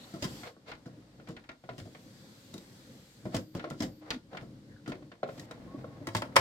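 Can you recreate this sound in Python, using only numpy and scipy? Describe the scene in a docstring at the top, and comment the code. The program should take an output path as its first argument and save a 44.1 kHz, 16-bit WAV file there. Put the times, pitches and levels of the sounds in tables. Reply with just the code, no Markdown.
"""Inkjet printer shuffling its carriage.

Open printer, close by, small room. The motor hums through the plastic case; sliding parts hiss,
scrape and squeak; gears whine. Drive jolts thump the case and rattle loose parts, levers click.
At the end the carriage strikes its stop with a sharp knock that rings the frame."""
import sys
import numpy as np
from scipy import signal
from scipy.fft import rfft, irfft, next_fast_len
from scipy.io import wavfile
from scipy.ndimage import uniform_filter1d, map_coordinates

SR = 44100
rng = np.random.default_rng(int(sys.argv[2]) if len(sys.argv) > 2 else 0)


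def store_pcm(level_fs):
    """Save levels as 16-bit WAV."""
    pcm = np.round(np.clip(level_fs, -1, 1) * 32767).astype(np.int16)
    wavfile.write(sys.argv[1], SR, np.atleast_2d(pcm).T)


N = 282284
HIT_N = SR // 2
TIME_S, HIT_S = np.arange(N) / SR, np.arange(HIT_N) / SR
SPIN_RAMP_S = 0.091

# motor runs: start/s, end/s, hum/dB, rub/dB
MOTOR_RUNS = [(-0.1, 0.533, -55, -62), (0.65, 1.46, -57.5, -69.5), (1.653, 3.415, -57.5, -71.5),
              (3.547, 4.224, -56, -100), (4.317, 5.117, -54, -76), (5.262, 6.5, -52, -59)]
# motor drone: f/Hz, density/dB
DRONE_SPECTRUM = [(20, -22), (50, -27), (72, -16.5), (105, 0), (180, -5), (300, -3), (390, -18), (550, -10),
                  (750, -63)]
# case resonances driven by the motor: f/Hz, width/Hz, level/dB
HUM_RESONANCES = [(56.5, 6.1, -5), (130, 8.2, 0), (196, 28, -4.5)]
# carriage passes: start/s, end/s, ramp/s, hiss/dB
CARRIAGE_PASSES = [(-0.1, 0.168, 0.025, -58), (0.223, 0.47, 0.057, -52), (1.843, 3.324, 0.28, -61.5),
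                   (5.274, 5.46, 0.0044, -64)]
# rail resonances: f/Hz, width/Hz, level/dB
RAIL_RESONANCES = [(3380, 140, 13.5), (7400, 420, 12), (13100, 2600, 0.89)]
# parts catching: start/s, end/s, groan/dB, rasp/dB
CATCHES = [(0.45, 0.496, -47.5, -49), (0.674, 0.712, -49, -50.5), (3.329, 3.392, -43.5, -66),
           (3.551, 3.68, -54, -60), (4.019, 4.14, -54, -80), (4.321, 4.364, -49.5, -63)]
# sliding hiss, plastic rub: f/Hz, density/dB
SLIDE_SPECTRUM = [(700, -1.5), (1900, 0.5), (2500, -3), (3500, 0.5), (4500, 2), (6000, -3.5), (8600, -5.5),
                  (10300, -14.5), (12500, -7.5), (16000, -28)]
RUB_SPECTRUM = [(250, -13), (450, 11), (560, 9.5), (720, 9.5), (900, 4), (1400, 0.5), (2000, -1),
                (2600, -10), (4500, -12.5), (9000, -32)]
# drive jolts, lever clicks: t/s, strength/dB, hardness/0-1
DRIVE_JOLTS = [(0.138, -33, 0.52), (0.224, -29, 0.85), (0.858, -37.5, 0.47), (1.287, -33.5, 0.52),
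               (1.781, -38, 0.74), (1.855, -38.5, 0.4), (2.537, -38, 0.48), (2.58, -46.5, 0.4),
               (3.254, -28.5, 0.28), (3.345, -27.5, 0.78), (3.551, -31.5, 0.57), (3.708, -30.5, 0.38),
               (3.804, -27, 0.78), (4.422, -39.5, 0.44), (4.877, -29, 0.53), (5.377, -41, 0.67),
               (6.149, -29, 0.77)]
LEVER_CLICKS = [(0.432, -38.5, 0.7), (0.566, -52, 0), (0.7151, -36.5, 0.88), (1.198, -46.5, 0.3),
                (1.272, -44.5, 0.63), (1.3643, -42.5, 0.99), (1.438, -52.5, 0.8), (1.49, -36.5, 0.78),
                (1.6379, -44, 0.26), (1.69, -30, 0.24), (1.9473, -42, 0.5), (3.254, -36.5, 0.2),
                (3.5939, -38, 0.82), (3.641, -28.5, 0.2), (3.708, -37, 0.32), (4.105, -25.5, 0.67),
                (4.33, -36.5, 0.16), (4.348, -37.5, 0.16), (4.37, -36.5, 1), (4.8595, -43.5, 0.74),
                (4.918, -32, 0.47), (5.023, -48.5, 0.28), (5.1162, -42, 0.49), (5.2301, -22, 0.12),
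                (5.289, -33, 0.19), (5.51, -35.5, 0.31), (5.842, -39, 0.1), (6.2205, -36, 0.5)]
# blows on the stop, heavy shoves, latch ticks: t/s, level/dB
STOP_BLOWS = [(6.0706, -37), (6.087, -39.5), (6.1495, -26.5), (6.158, -40), (6.22, -33), (6.358, -27),
              (6.3628, -18.5), (6.3652, -13.5), (6.371, -23.5)]
SHOVES = [(1.81, -44.5), (6.08, -44), (6.15, -31), (6.383, -34)]
LATCH_TICKS = [(2.54, -47), (2.579, -49.5), (3.701, -47), (5.396, -46), (5.511, -49), (6.0708, -41.5),
               (6.166, -36.5)]
# bumps on the cover: t/s, level/dB, f/Hz
COVER_BUMPS = [(0.47, -43.5, 520), (2.561, -54, 406), (3.356, -34.5, 282), (3.671, -41.5, 316),
               (5.745, -36, 286), (5.842, -46.5, 527), (6.014, -40, 279), (6.076, -34.5, 315),
               (6.23, -40, 291)]
# cover modes: ratio to bump pitch, level/dB, t60/s
COVER_MODES = [(1, 7, 0.041), (2.149, -4.5, 0.057)]
# modes of the struck parts: f/Hz, level/dB, t60/s
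CASE_MODES = [(125.8, -5.5, 0.19), (152.8, -2.5, 0.16), (189.2, 0, 0.13), (240, -2, 0.15),
              (298.8, -2.5, 0.1), (309.4, -4, 0.25), (342, -4.5, 0.15), (369, -10, 0.33)]
PANEL_MODES = [(454, -6.5, 0.11), (532, -5, 0.11), (615.5, -2, 0.075), (713, 0, 0.05), (1053, -5, 0.056),
               (1324, -5.5, 0.025), (1395, -1, 0.02)]
FRAME_MODES = [(546, 2.5, 0.062), (896, 3.5, 0.054), (1004, 5.5, 0.04), (1085, 8, 0.027),
               (1337, 6.5, 0.021), (1712, -4.5, 0.06), (1920, -6, 0.064), (2236, -2, 0.033),
               (2730, -10, 0.05), (3153, -5.5, 0.057)]
LEVER_MODES = [(1422, 7.5, 0.11), (1835, 8.5, 0.025), (2200, 4.5, 0.022), (2800, -3, 0.028),
               (3183, 4.5, 0.032), (3610, -3, 0.049), (4180, -1.5, 0.038)]
FEET_MODES = [(105, 0, 0.21)]
LATCH_RING_MODES = [(1995, 2, 0.023), (3720, -4, 0.032)]
# contact noises: f/Hz, density/dB
RATTLE_SPECTRUM = [(600, -10.5), (1300, -7.5), (2000, -0.5), (2500, -6.5), (3100, 0.5), (4000, -0.5),
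                   (5000, 3.5), (6200, -4.5), (7300, -1.5), (8500, -9.5), (11000, -15.5), (16000, -19)]
CRACK_SPECTRUM = [(150, -14), (700, -5.5), (2100, 2), (3200, -5.5), (5200, -1), (6500, -9), (8000, -7),
                  (16000, -22)]
SNAP_SPECTRUM = [(500, -4), (1100, -4.5), (1450, -4.5), (2100, 1), (2700, -4.5), (4400, -5), (5200, -11.5),
                 (16000, -40)]
TICK_SPECTRUM = [(1500, -2.5), (4200, 10), (8000, -12.5), (15000, -22)]
LATCH_SPECTRUM = [(1200, -5), (2200, -1.5), (4500, 3), (7500, -0.5), (10000, -9.5), (16000, -16)]
# gear whines, plastic squeaks: start/s, end/s, f/Hz, glide/(oct/s), level/dB
GEAR_WHINES = [(3.24, 4.2, 308.7, 0, -54), (4.132, 4.178, 265, -3, -42), (4.42, 5.1, 302, 0, -59.5),
               (5.677, 5.77, 1066, 0.5, -58.5), (5.905, 5.97, 1075, 0.5, -62.5)]
PLASTIC_SQUEAKS = [(0.0, 0.057, 3860, 1, -56), (4.689, 4.8, 1860, -3, -68.5)]
# motor holding a load: start/s, end/s, level/dB
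MOTOR_HOLDS = [(3.39, 3.552, -71), (3.85, 4.008, -71)]
# sizzle peaks, before squaring: f/Hz, width/Hz, level/dB
SIZZLE_RESONANCES = [(4680, 300, -3), (12500, 600, -5), (14100, 900, -7)]
# housing echoes: left delay/s, right delay/s, gain
HOUSING_ECHOES = [(0.0047, 0.009, 0.19)]
# decay of printer cavity and room: f/Hz, t60/s
CAVITY_DECAY = [(300, 0.12), (1500, 0.11), (4000, 0.04), (12000, 0.03)]
ROOM_DECAY = [(150, 0.23), (2000, 0.11), (14000, 0.14)]
# stereo image: f/Hz, left-right correlation
CORRELATION = [(100, 1), (280, 0.92), (600, 0.79), (1200, -0.026), (2200, -0.11), (5000, 0.014)]


def motor(rest_db=-84, shake_db=-4, shake_t60_s=0.26):
    """Rough drone plus case resonances; swells after each jolt."""
    running = sum(amp(db) * gate(start, end, SPIN_RAMP_S) for start, end, db, _ in MOTOR_RUNS)
    shaken = sum(hardness * amp(db + shake_db - 60 * np.abs(TIME_S - s) / shake_t60_s) * (TIME_S > s)
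                 for s, db, hardness in DRIVE_JOLTS)
    level = np.sqrt(amp(rest_db) ** 2 + running ** 2 + shaken ** 2) * amp(2.94 * wobble(14))
    drone = noise(colour(DRONE_SPECTRUM), N)
    case = amp(-4.5) * noise(resonances(HUM_RESONANCES), N)
    return level * (drone + case)


def sliding_hiss(rest_db=-74, roller_db=-76):
    """Rollers hiss with the motor; the carriage adds a shifting hiss along its rail."""
    turning = sum(gate(start, end, SPIN_RAMP_S) for start, end, _, _ in MOTOR_RUNS)
    sliding = sum(amp(db) * gate(start, end, ramp) for start, end, ramp, db in CARRIAGE_PASSES)
    rollers = noise(lambda hz: colour(SLIDE_SPECTRUM)(hz) / np.hypot(1, hz / 9000), N)
    rail = patchy(noise(colour(SLIDE_SPECTRUM), N), depth_db=1.8)
    rail += amp(-10.5) * noise(resonances(RAIL_RESONANCES), N)
    return (amp(rest_db) + amp(roller_db) * turning) * rollers + sliding * rail


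def scraping(slips_per_s=90):
    """Plastic rubs, and rasps where it catches; tiny slips ring the panels."""
    rubbing = sum(amp(db) * gate(start, end, SPIN_RAMP_S) for start, end, _, db in MOTOR_RUNS)
    groaning, rasping = sum(amp([[groan_db], [rasp_db]]) * gate(start, end, 0.012)
                            for start, end, groan_db, rasp_db in CATCHES)
    slips = (rng.random(N) < slips_per_s / SR) * rng.standard_normal(N)
    panel = ring(PANEL_MODES, attack_s=0.002, scatter_db=8)
    grain = unit(signal.fftconvolve(slips[None], panel, axes=1)[:, :N])
    rub = (rubbing + groaning) * (noise(colour(RUB_SPECTRUM), N) + amp(-19.5) * grain)
    rasp = rasping * noise(colour(SNAP_SPECTRUM), N)
    return (rub + rasp) * amp(2.06 * wobble(110))


def jolts(rebound_s=0.018, damping_db_per_s=65):
    """The drive takes up load: damped case thump, rattle, then a rebound as the slack closes again."""
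    out = np.zeros((2, N))
    for s, db, hardness in DRIVE_JOLTS:
        panel_db = db + np.interp(hardness, [0, 1], [-15.5, -11.5])
        rattle_db = db + np.interp(hardness, [0, 1], [-44, 0.5])
        shiver = swell(noise(colour(RATTLE_SPECTRUM), HIT_N), rise_s=0.025)
        add(out, s - shiver.shape[1] / SR, amp(rattle_db - 19) * shiver)
        rebound = (rebound_s, hardness * amp(-5.5), hardness * amp(1.5))
        for delay_s, body_gain, loose_gain in [(0, 1, 1), rebound]:
            case = ring(CASE_MODES, attack_s=0.0051, scatter_db=0.5)
            thump = amp(db - 6 - damping_db_per_s * HIT_S) * case
            panel = chatter(ring(PANEL_MODES, attack_s=0.00015, scatter_db=6), decay_s=0.012)
            rattle = chatter(burst(RATTLE_SPECTRUM, CAVITY_DECAY), decay_s=0.013)
            loose = amp(panel_db) * panel + amp(rattle_db) * rattle
            add(out, s + delay_s, body_gain * thump + loose_gain * loose)
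    return out


def stop_knock():
    """The carriage nudges its stop, strikes home, rebounds; the frame rings, hard blows crack more."""
    out = np.zeros((2, N))
    hardest_db = max(db for _, db in STOP_BLOWS)
    for s, db in STOP_BLOWS:
        frame = ring(FRAME_MODES, attack_s=0.00074, scatter_db=-1, detune=0.0086)
        crack = amp(-2 + 0.19 * (db - hardest_db)) * crest(burst(CRACK_SPECTRUM, CAVITY_DECAY))
        add(out, s, amp(db) * (frame + crack))
    return out


def lever_clicks(reference_db=-36.5, damping_db_per_s=108):
    """Plastic contacts: the harder, the brighter and faster the snap, and the less panel and case."""
    out = np.zeros((2, N))
    for s, db, hardness in LEVER_CLICKS:
        share = np.clip(hardness, 0.01, 0.99)
        edge, body = amp(db - reference_db) * np.array([share, 1 - share])
        tick_gain = amp(-57) * edge ** 3.57
        rise_s = 0.0035 / (1 + tick_gain * amp(52))
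        snap = edge * amp(-41) * crest(burst(SNAP_SPECTRUM, CAVITY_DECAY) * onset(rise_s))
        lever = ring(LEVER_MODES, attack_s=rise_s / 2, scatter_db=2, detune=0.011)
        lever = edge * amp(-45.5) * chatter(lever, decay_s=0.004, count=4)
        tick = tick_gain * crest(burst(TICK_SPECTRUM, CAVITY_DECAY))
        panel = body * amp(-39.5) * ring(PANEL_MODES, attack_s=0.00091, scatter_db=2.5)
        panel *= amp(-damping_db_per_s * HIT_S)  # lever stays on the panel
        thump = body ** 0.57 * amp(-48) * ring(CASE_MODES, attack_s=0.0045, scatter_db=5.5)
        add(out, s, snap + lever + tick + panel + thump)
    return out


def cover_bumps():
    """The hollow cover answers soft bumps with a short note."""
    out = np.zeros((2, N))
    for s, db, hz in COVER_BUMPS:
        modes = [(hz * ratio, mode_db, t60_s) for ratio, mode_db, t60_s in COVER_MODES]
        add(out, s, amp(db) * ring(modes, attack_s=0.003, scatter_db=2))
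    return out


def rocking():
    """Heavy shoves set the printer booming on its feet."""
    out = np.zeros((2, N))
    for s, db in SHOVES:
        add(out, s, amp(db) * ring(FEET_MODES, attack_s=0.007, scatter_db=0))
    return out


def latch():
    """A small, stiff catch drops in with a crisp tick."""
    out = np.zeros((2, N))
    for s, db in LATCH_TICKS:
        tick = noise_tick(LATCH_SPECTRUM, t60_s=0.04)
        ping = amp(-3) * ring(LATCH_RING_MODES, attack_s=0.0017, scatter_db=11)
        add(out, s, amp(db) * (tick + ping))
    return out


def settling(window_s=0.05):
    """Loose parts settle with two faint taps after each click."""
    out = np.zeros((2, N))
    taps = [(s + window_s * (k + rng.random()) / 2, amp(db - 16.5) * (hardness + 1e-3))
            for s, db, hardness in LEVER_CLICKS for k in range(2)]
    for s, gain in taps:
        add(out, s, gain * noise_tick(SNAP_SPECTRUM, t60_s=0.031))
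    return out


def gears(waver=0.012, flutter_db=3.5):
    """Meshing gears sing in thin, fluttering tones."""
    speed = 1 + waver * wobble(25)
    tones = sum(amp(db) * gate(start, end, 0.005) * glide(hz * speed, oct_per_s, start, end)
                for start, end, hz, oct_per_s, db in GEAR_WHINES)
    return tones * amp(flutter_db * wobble(70))


def squeaks(relative_half_width=0.12, flicker_db=3.5):
    """Dry plastic sticks and slips: a narrow, broken, gliding noise band."""
    out = np.zeros((2, N))
    for start, end, hz, oct_per_s, db in PLASTIC_SQUEAKS:
        cutoff_hz = relative_half_width * hz
        grit = filtered(rng.standard_normal((2, N)), lambda f: 1 / (1 + (f / cutoff_hz) ** 4))
        out += amp(db) * gate(start, end, 0.0051) * unit(grit * glide(hz, oct_per_s, start, end))
    return out * unit(amp(flicker_db * wobble(130)))


def motor_sizzle():
    """Thin, very high sizzle of the motor holding a load."""
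    held = sum(amp(db) * gate(start, end, 0.0055) for start, end, db in MOTOR_HOLDS)
    return held * noise(lambda hz: sum(np.abs(resonances([p])(hz)) ** 2 for p in SIZZLE_RESONANCES), N)


def housing(x, corner_hz=900):
    """Close plastic walls reflect the treble: a boxy colour."""
    echoes = lambda hz: sum(gain * np.exp(-2j * np.pi * hz * np.array([[left_s], [right_s]]))
                            for left_s, right_s, gain in HOUSING_ECHOES)
    return filtered(x, lambda hz: 1 + echoes(hz) * hz ** 2 / (hz ** 2 + corner_hz ** 2))


def room(x):
    """Short reverberation off the walls."""
    tail = burst([(1000, 0)], ROOM_DECAY) * onset(0.059)
    return signal.fftconvolve(x, tail / np.linalg.norm(tail[0]), axes=1)[:, :N]


def ring(modes, attack_s, scatter_db, detune=0.026):
    """Damped modes, scattered in level and pitch; high ones out of phase between sides."""
    hz, db, t60_s = np.transpose(modes)[:, :, None]
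    envelope = amp(db + scatter_db * rng.standard_normal(hz.shape) - 60 * HIT_S / t60_s)
    detuned_hz = hz * (1 + detune * rng.standard_normal(hz.shape))
    phase = 2 * np.pi * (detuned_hz * HIT_S + rng.random(hz.shape))
    pair = np.array([(envelope * np.sin(phase + side * spread_rad(hz))).sum(0) for side in (1, -1)])
    return crest(pair * onset(attack_s))


def burst(spectrum, decay):
    """Dense modes struck at once; t60 varies with frequency."""
    hz, t, bins = signal.stft(noise(colour(spectrum), HIT_N), SR, nperseg=128)
    bins *= amp(-60 * t / along(decay, hz)[:, None])
    return signal.istft(bins, SR, nperseg=128)[1][:, :HIT_N]


def noise_tick(spectrum, t60_s):
    """Noise hit with one decay time."""
    return crest(noise(colour(spectrum), HIT_N) * amp(-60 * HIT_S / t60_s))


def chatter(x, decay_s, count=14):
    """Loose parts touch again and again, fading after first contact."""
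    lag = (np.arange(count) + rng.random(count)) / count * 2
    contacts = np.zeros(HIT_N)
    np.add.at(contacts, (lag * decay_s * SR).astype(int), 0.97 * rng.standard_normal(count) * np.exp(-lag))
    contacts[0] = 1
    return crest(signal.fftconvolve(x, contacts[None], axes=1)[:, :HIT_N])


def noise(response, size):
    """Coloured stereo noise: bass shared, treble unrelated."""
    split = lambda hz: np.array([np.cos(spread_rad(hz)), np.sin(spread_rad(hz))])
    mid, side = filtered(rng.standard_normal((2, size)), lambda hz: response(hz) * split(hz))
    return unit(np.array([mid + side, mid - side]))


def patchy(x, depth_db):
    """Narrow bands swell and fade independently."""
    bins = signal.stft(x)[2]
    field = uniform_filter1d(rng.standard_normal(bins.shape[1:]), size=3, axis=0)
    field = uniform_filter1d(field, size=50, axis=1)
    return signal.istft(bins * amp(depth_db * unit(field)))[1][:, :N]


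def glide(hz, oct_per_s, start_s, end_s):
    """Sine gliding from start to end."""
    pitch_hz = hz * 2 ** (oct_per_s * np.clip(TIME_S - start_s, 0, end_s - start_s))
    return np.sin(2 * np.pi * np.cumsum(pitch_hz) / SR)


def swell(x, rise_s):
    """Reversed decay, 0.1 s long."""
    return (x * np.exp(-HIT_S / rise_s))[:, :SR // 10][:, ::-1]


def onset(rise_s):
    """Exponential attack."""
    return 1 - np.exp(-HIT_S / rise_s)


def gate(start_s, end_s, ramp_s):
    """Soft-edged gate."""
    return (np.tanh((TIME_S - start_s) / ramp_s) - np.tanh((TIME_S - end_s) / ramp_s)) / 2


def wobble(rate_hz):
    """Smooth random curve."""
    knots = rng.standard_normal(int(N * rate_hz / SR) + 4)
    return map_coordinates(knots, [TIME_S * rate_hz])


def filtered(x, response):
    """Apply a frequency response."""
    n = x.shape[-1]
    padded = next_fast_len(n + 8192)
    return irfft(rfft(x, padded) * response(np.fft.rfftfreq(padded, 1 / SR)), padded)[..., :n]


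def resonances(peaks):
    """Response of parallel band-passes."""
    return lambda f: sum(amp(db) * f * width / (hz * hz - f * f + 1j * f * width)
                         for hz, width, db in peaks)


def colour(spectrum):
    """Response through (f/Hz, level/dB) points."""
    return lambda hz: amp(along(spectrum, hz))


def spread_rad(hz):
    """Mid-side angle for the stereo correlation."""
    return np.arccos(np.clip(along(CORRELATION, hz), -1, 1)) / 2


def along(points, hz):
    """Interpolate over log frequency."""
    f, values = np.transpose(points)
    return np.interp(np.log(hz + 1), np.log(f + 1), values)


def amp(db):
    """dB to gain."""
    return 10 ** (np.asarray(db) / 20)


def unit(x):
    """Scale to rms 1."""
    return x / np.sqrt(np.mean(x ** 2) + 1e-20)


def crest(x):
    """Scale the loudest 6 ms to rms 1."""
    return x / np.sqrt(uniform_filter1d(np.mean(x ** 2, 0), size=256).max())


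def add(track, s, sound):
    """Mix in at time s."""
    part = track[:, round(s * SR):][:, :sound.shape[1]]
    part += sound[:, :part.shape[1]]


def scene(left_bias_db=1.07):
    """Hits and their reverberation over the running mechanism, slightly left."""
    hits = jolts() + lever_clicks() + cover_bumps() + latch() + settling() + stop_knock()
    inside = housing(hits + sliding_hiss() + scraping() + squeaks())
    mix = inside + amp(-9.5) * room(hits) + rocking() + motor() + gears() + motor_sizzle()
    return mix * amp(left_bias_db * np.array([[1], [-1]]) / 2)


def record(dry):
    """First-order low cut, steep top cut."""
    low_hz, top_hz = 30, 16050
    low_cut = lambda hz: 1j * hz / (1j * hz + low_hz)
    return filtered(dry, lambda hz: low_cut(hz) * np.clip((top_hz - hz) / 200 + .5, 0, 1))


dry = scene()
out = record(dry)
store_pcm(out)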